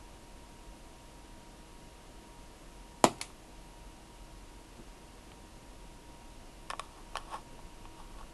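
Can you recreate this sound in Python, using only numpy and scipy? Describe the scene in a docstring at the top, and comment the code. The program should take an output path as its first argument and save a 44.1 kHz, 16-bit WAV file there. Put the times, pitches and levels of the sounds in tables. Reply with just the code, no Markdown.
"""A small fan whines throughout, over room rumble and microphone hiss. Three seconds in, a homemade
device fires once on a cluttered workbench: a bright ignition crack, then a pop of gas that sets the
bench top and the small room ringing briefly. A dry, switch-like click follows, two faint ticks around
it. The bench takes a soft knock, then fingers tick on the camera's housing. From about six seconds the
hand turns the camera: the fan grows a little louder, and the fingers tick harder and rub the shell."""
import sys
import numpy as np
from scipy import signal
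from scipy.fft import rfft, irfft, next_fast_len
from scipy.io import wavfile
from scipy.ndimage import map_coordinates

SR = 44100
rng = np.random.default_rng(int(sys.argv[2]) if len(sys.argv) > 2 else 0)


def dump_mix(stems):
    """Bounce the given channels to the path in sys.argv[1] as a 16-bit WAV at rate SR."""
    frames = np.atleast_2d(stems).T  # one column per channel
    limited = np.clip(frames, -1, 1)  # hard clip at full scale
    pcm = np.round(limited * 32767).astype(np.int16)
    wavfile.write(sys.argv[1], SR, pcm)


N = 367353

# The ring of the bench top and its clutter. Each row: pitch in Hz, relative level in dB, t60 in seconds.
BENCH_MODES = [(140, -7, 0.29), (234.3, 0.5, 0.24), (294, -7, 0.24), (331, 0.5, 0.2), (387, -9, 0.34),
               (532, -11, .15), (610, -14, .16), (693, -3, 0.19), (693, -9, 0.27), (780, -11, .35),
               (895, -2, 0.19), (1140, -10, 0.16), (1230, -1, 0.14), (1324, -8, .18)]


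def amp(db):
    """Decibels to gain."""
    return 10 ** (np.asarray(db) / 20)


def unit(x):
    """x at rms 1."""
    return x / np.sqrt(np.mean(x ** 2) + 1e-20)


def along(points, hz):
    """A curve through (Hz, value) points, joined on a log frequency axis."""
    f, v = np.transpose(points)
    return np.interp(np.log(hz + 1), np.log(f + 1), v)


def clock():
    """The time of each sample in seconds."""
    return np.arange(N) / SR


def wobble(rate):
    """A smooth random curve, rate knots a second."""
    return map_coordinates(rng.standard_normal(int(N * rate / SR) + 4), [clock() * rate])


def filtered(x, response):
    """x shaped by a gain that is a function of Hz."""
    size = 2 * next_fast_len((N + SR) // 2)
    return irfft(rfft(x, size) * response(np.fft.rfftfreq(size, 1 / SR)), size)[:N]


def coloured(x, spectrum, size=4096):
    """x through a minimum-phase EQ of (Hz, dB) points, so nothing rings ahead of a hit."""
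    cepstrum = irfft(np.log(amp(along(spectrum, np.fft.rfftfreq(size, 1 / SR)))))
    fold = np.r_[1, np.full(size // 2 - 1, 2), np.zeros(size // 2)]
    return signal.fftconvolve(x, irfft(np.exp(rfft(cepstrum * fold))))[:N]


def fade(t, t60):
    """Exponential decay, 60 dB in t60."""
    return np.exp(-np.log(1000) * t / t60)


def at(s, x):
    """A short sound placed at s seconds."""
    return np.pad(x, (round(s * SR), N))[:N]


def impulse(s):
    """One sharp push at s seconds."""
    return at(s, np.ones(1))


def turn(middle_s=6.5, ease_s=.3):
    """How far the camera has turned, easing from 0 to 1."""
    return .5 + .5 * np.tanh((clock() - middle_s) / (2 * ease_s))


def room_air(level_db=-52.0):
    """A steady bed of room rumble and microphone hiss."""
    # The bed's colour. Each row: frequency in Hz, relative level in dB.
    air_eq = [(8.8, -40), (15, -1), (48, -2), (71, -12), (255, -13.5), (293, -14), (319, -14.5),
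              (410, -17.5), (755, -18.5), (892, -23.5), (969, -20.5), (1350, -26.5), (11500, -35),
              (15000, -24.5), (22000, -120)]
    return amp(level_db) * unit(filtered(rng.standard_normal(N), lambda hz: amp(along(air_eq, hz))))


def fan(drift_hz=0.79, waver_db=1.7, whirr_hz=2800, width_hz=650, whirr_db=-73.5, swell_db=2.6):
    """Slightly unsteady tones and a band of whirr, swelling as the camera turns."""
    # The fan's tones and the room's hum. Each row: pitch in Hz, rms level in dB before the swell.
    tones = [(43.1, -61.5), (323, -69.5), (943, -65.5), (2829, -81.5), (6858, -94)]
    band = lambda hz: 1 / (1 + (2 * (hz - whirr_hz) / width_hz) ** 2)
    whirr = amp(whirr_db) * unit(filtered(rng.standard_normal(N), band))
    whine = np.zeros(N)
    for hz, db in tones:
        level = np.sqrt(2) * amp(db + waver_db * wobble(5))
        phase = 2 * np.pi * np.cumsum(hz + drift_hz * wobble(6)) / SR
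        whine += level * np.sin(phase)
    return amp(swell_db * turn()) * (whirr + whine)


def burst(length_s):
    """A spit of noise that starts at once and collapses after length_s."""
    t = np.arange(SR // 20) / SR
    return rng.standard_normal(len(t)) * np.exp(-(t / length_s) ** 4)


def ringing(modes, attack_s):
    """Struck modes that bloom over attack_s, then die away each at its own rate."""
    t = np.arange(SR // 2) / SR
    ring = sum(amp(db) * fade(t, t60) * np.sin(2 * np.pi * hz * t) for hz, db, t60 in modes)
    return ring * (1 - np.exp(-t / attack_s))


def reverb(x, clutter_db, clutter_t60, room_db):
    """Quick scatter off the bench clutter, then the walls' longer tail."""
    # The small room's decay. Each row: frequency in Hz, t60 in seconds.
    wall_decay = [(120, 0.52), (400, 0.2), (1000, 0.31), (3000, 0.26), (8000, 0.27), (13000, 0.36)]
    hz, frame_s, noise = signal.stft(rng.standard_normal(SR), SR, nperseg=256)
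    tail = noise * fade(frame_s, along(wall_decay, hz)[:, None])
    t = np.arange(SR) / SR
    walls = signal.istft(tail, SR, nperseg=256)[1][:SR] * np.clip(t / 0.013, 0, 1)
    clutter = rng.standard_normal(SR) * fade(t, clutter_t60) * (t > .004)
    response = amp(clutter_db) * unit(clutter) + amp(room_db) * unit(walls)
    return signal.fftconvolve(x, response)[:N] / np.sqrt(SR)


def shot(start_s=3.0409, pop_lag_s=0.001104, crack_gain_db=-14.5, pop_gain_db=24.3, send_db=19.0):
    """A crack of ignition, then one push of expanding gas; the device and the bench ring."""
    # The colours of the bright crack and the round pop. Each row: frequency in Hz, gain in dB.
    crack_eq = [(200, -24), (1500, -10), (3000, -4.5), (5000, 3.5), (6000, -7.5), (7100, 4), (8200, -3),
                (10500, -4), (13000, -11)]
    pop_eq = [(40, -43), (120, -19), (250, -2), (450, -0.5), (850, 2.5), (1050, -1.5), (1350, -11.5),
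              (1700, -24), (2400, -17.5), (5000, -32), (12000, -41)]
    # Slaps off nearby objects. Each row: delay in seconds, gain in dB.
    reflections = [(.0031, -11.5), (.0064, -37), (.008, -18), (0.0102, -15), (0.018, -27)]
    # The ring of the device's hard parts. Each row: pitch in Hz, relative level in dB, t60 in seconds.
    part_modes = [(1970, 4.5, 0.13), (2370, 3, 0.11), (2870, 4, .11), (3610, 1, .12), (3855, 7, 0.1),
                  (4360, -16, 0.11), (5150, -3, .1), (7100, -1, .11), (7100, 27, .011), (8500, 21, .01)]
    pop_s = start_s + pop_lag_s
    crack = amp(crack_gain_db) * coloured(at(start_s, burst(0.0034)), crack_eq)
    pop = -amp(pop_gain_db) * coloured(impulse(pop_s), pop_eq)
    echoes = sum(amp(db) * at(delay, pop + .5 * crack) for delay, db in reflections)
    bench = amp(-33) * at(pop_s, ringing(BENCH_MODES, attack_s=0.0055))
    parts = amp(-41) * at(start_s, ringing(part_modes, attack_s=.0005))
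    # Low sound spreads all round the room; the crack is beamed and stays drier.
    spread_eq = [(70, 1.5), (120, 14.5), (190, -4), (330, 0.5), (450, -5), (1000, -9.5), (2500, 2.5)]
    boom = reverb(coloured(pop, spread_eq), clutter_db=-1.5, clutter_t60=0.12, room_db=-10.5)
    crack_send = amp(crack_gain_db + send_db) * coloured(impulse(pop_s), crack_eq)
    crack_tail = reverb(crack_send, clutter_db=-7.5, clutter_t60=.06, room_db=-12)
    return crack + pop + echoes + bench + parts + boom + crack_tail


def switch(send_db=18):
    """A small hard part snaps back, with no bass, and the room answers."""
    # A faint click, then the snap. Each row: start in seconds, gain in dB, length in seconds.
    snaps = [(3.184, -46, 0.0035), (3.213, -22, 0.0038)]
    # The click's thin colour. Each row: frequency in Hz, gain in dB.
    click_eq = [(150, -20), (600, -5.5), (1050, 0), (1600, -10.5), (2200, 0.5), (3000, -3.5), (4300, -2),
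                (5200, -6.5), (8300, -3.5), (10000, -5), (12500, -16)]
    clicks = coloured(sum(amp(db) * at(s, burst(length)) for s, db, length in snaps), click_eq)
    send = coloured(sum(amp(db + send_db) * impulse(s) for s, db, _ in snaps), click_eq)
    return clicks + reverb(send, clutter_db=-3.5, clutter_t60=0.1, room_db=-5.5)


def contact(force, corner_hz=1200):
    """A softer contact spreads the force in time and loses its treble."""
    return signal.lfilter(*signal.butter(2, min(corner_hz, .45 * SR), fs=SR), force)


def housing(force, stiff_hz=480):
    """The camera's shell answers a force with its damped resonances; it is too stiff to pass bass."""
    # The shell's resonances. Each row: centre in Hz, width in Hz, gain in dB.
    shell_modes = [(720, 180, -6), (900, 127, 2.5), (1103, 80, 8.5), (1310, 126, -8), (1740, 220, -9),
                   (2460, 420, -7), (3040, 420, -7.5), (4950, 840, -13.5), (7800, 1200, -15.5),
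                   (9000, 610, -6.5), (11100, 1000, -19)]
    force = signal.lfilter(*signal.butter(2, stiff_hz, "high", fs=SR), force)
    return filtered(force, lambda hz: sum(
        amp(db) * 1j * hz * width / (centre ** 2 - hz ** 2 + 1j * hz * width)
        for centre, width, db in shell_modes))


def ticks(gain_db=15, push_lag_s=0.00034, grit_db=-13, grit_s=.0017):
    """Each tick is a gritty click and then a soft push, coloured by the housing's resonances."""
    # Two faint ticks around the switch click, then finger ticks on the housing.
    # Each row: start in seconds, force of the push in dB, force of the click in dB.
    hits = [(3.2035, -48, -32), (3.302, -42, -37.5), (5.181, -40, -36.5), (5.318, -27, -31.5),
            (6.7016, -18, -19), (6.7046, -11.5, -27), (6.7101, -12.5, -22.5), (6.7345, -11, -34),
            (6.7955, -25, -19), (7.155, -11, -22), (7.17, -17, -18), (7.591, -40, -37), (7.854, -22.5, -36),
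            (8.23, -36, -36)]
    force = np.zeros(N)
    for s, push_db, click_db in hits:
        grit = amp(grit_db) * burst(grit_s)
        blow = signal.unit_impulse(len(grit))
        corner_hz = 6800 * 2 ** ((click_db + 19.5) / 9.5)  # 9.5 dB harder is an octave brighter
        force += at(s, amp(click_db) * contact(blow + grit, corner_hz))
        force += at(s + push_lag_s, amp(push_db) * contact(blow))
    shell = amp(gain_db) * housing(force)
    return shell + reverb(shell, clutter_db=-15, clutter_t60=0.036, room_db=-19)


def knock(start_s=4.787, gain_db=-43, damping_t60=0.15):
    """A padded touch wakes mainly the bench's low modes and damps them."""
    ring = ringing(BENCH_MODES, attack_s=0.0031)
    damped = ring * fade(np.arange(len(ring)) / SR, damping_t60)
    return coloured(amp(gain_db) * at(start_s, damped), [(350, 3), (700, -10.5)])


def hand_sway(level_db=-52.5):
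    """The moving hand's deep thudding fades in with the turn and stays."""
    # The thudding's colour. Each row: frequency in Hz, relative level in dB.
    thud_eq = [(10, -17), (22, 0), (60, -19), (200, -41), (1000, -120)]
    rumble = filtered(rng.standard_normal(N), lambda hz: amp(along(thud_eq, hz)))
    return amp(level_db) * turn() * unit(rumble)


def stroke(peak_s, rise_s, release_share=0.68):
    """A slide gathers speed up to peak_s, then dies in a share of its rise time."""
    t = clock() - peak_s
    return np.exp(np.minimum(t / rise_s, -t / (release_share * rise_s)))


def rub(grain_db=2.5, pressure_waver_db=1.5):
    """Fingers slide with uneven pressure and feed the housing with many tiny slips."""
    # Finger strokes. Each row: fastest moment in seconds, level in dB, rise time in seconds.
    strokes = [(6.84, -54, 0.033), (6.98, -56.5, 0.068), (7.19, -52.5, 0.037), (7.345, -42.5, 0.047),
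               (8.0, -55.5, 0.046), (8.2, -55.5, 0.078)]
    friction_eq = [(400, -1), (900, 1.5), (1120, -2.5), (1400, -2),
                   (2200, -8.0), (5000, -5.5), (9300, -11.0), (12000, -14)]
    friction = coloured(rng.standard_normal(N) * amp(grain_db * wobble(300)), friction_eq)
    speed = sum(amp(db) * stroke(s, rise) for s, db, rise in strokes)
    speed *= amp(pressure_waver_db * wobble(40))
    return speed * unit(housing(friction)) + chatter(speed)


def chatter(speed, slips_per_s=210, jitter=.2, gain_db=-3.5, fast_stroke_db=-42.5):
    """A fast finger sticks and slips; the soft slips grow with the square of its speed."""
    rate = slips_per_s * np.exp(jitter * wobble(150))
    count = np.floor(np.cumsum(rate) / SR)
    slips = np.diff(count, prepend=0) * (speed / amp(fast_stroke_db)) ** 2
    return amp(gain_db) * housing(contact(slips))


def scene():
    """Everything at the one microphone."""
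    events = shot() + switch() + ticks() + knock() + hand_sway() + rub()
    return (events + room_air() + fan())[None]


def record(dry, ceiling=1.0, knee_hz=11300, top_hz=12855):
    """The camera rounds the highest peaks and rolls off to its band limit."""
    rounded = dry[0] / (1 + (dry[0] / ceiling) ** 6) ** (1 / 6)
    roll_off = lambda hz: amp(-18 * np.clip((hz - knee_hz) / (top_hz - knee_hz), 0, None))
    return filtered(rounded, lambda hz: roll_off(hz) / (1 + (hz / top_hz) ** 120))[None]


dry = scene()
out = record(dry)
dump_mix(out)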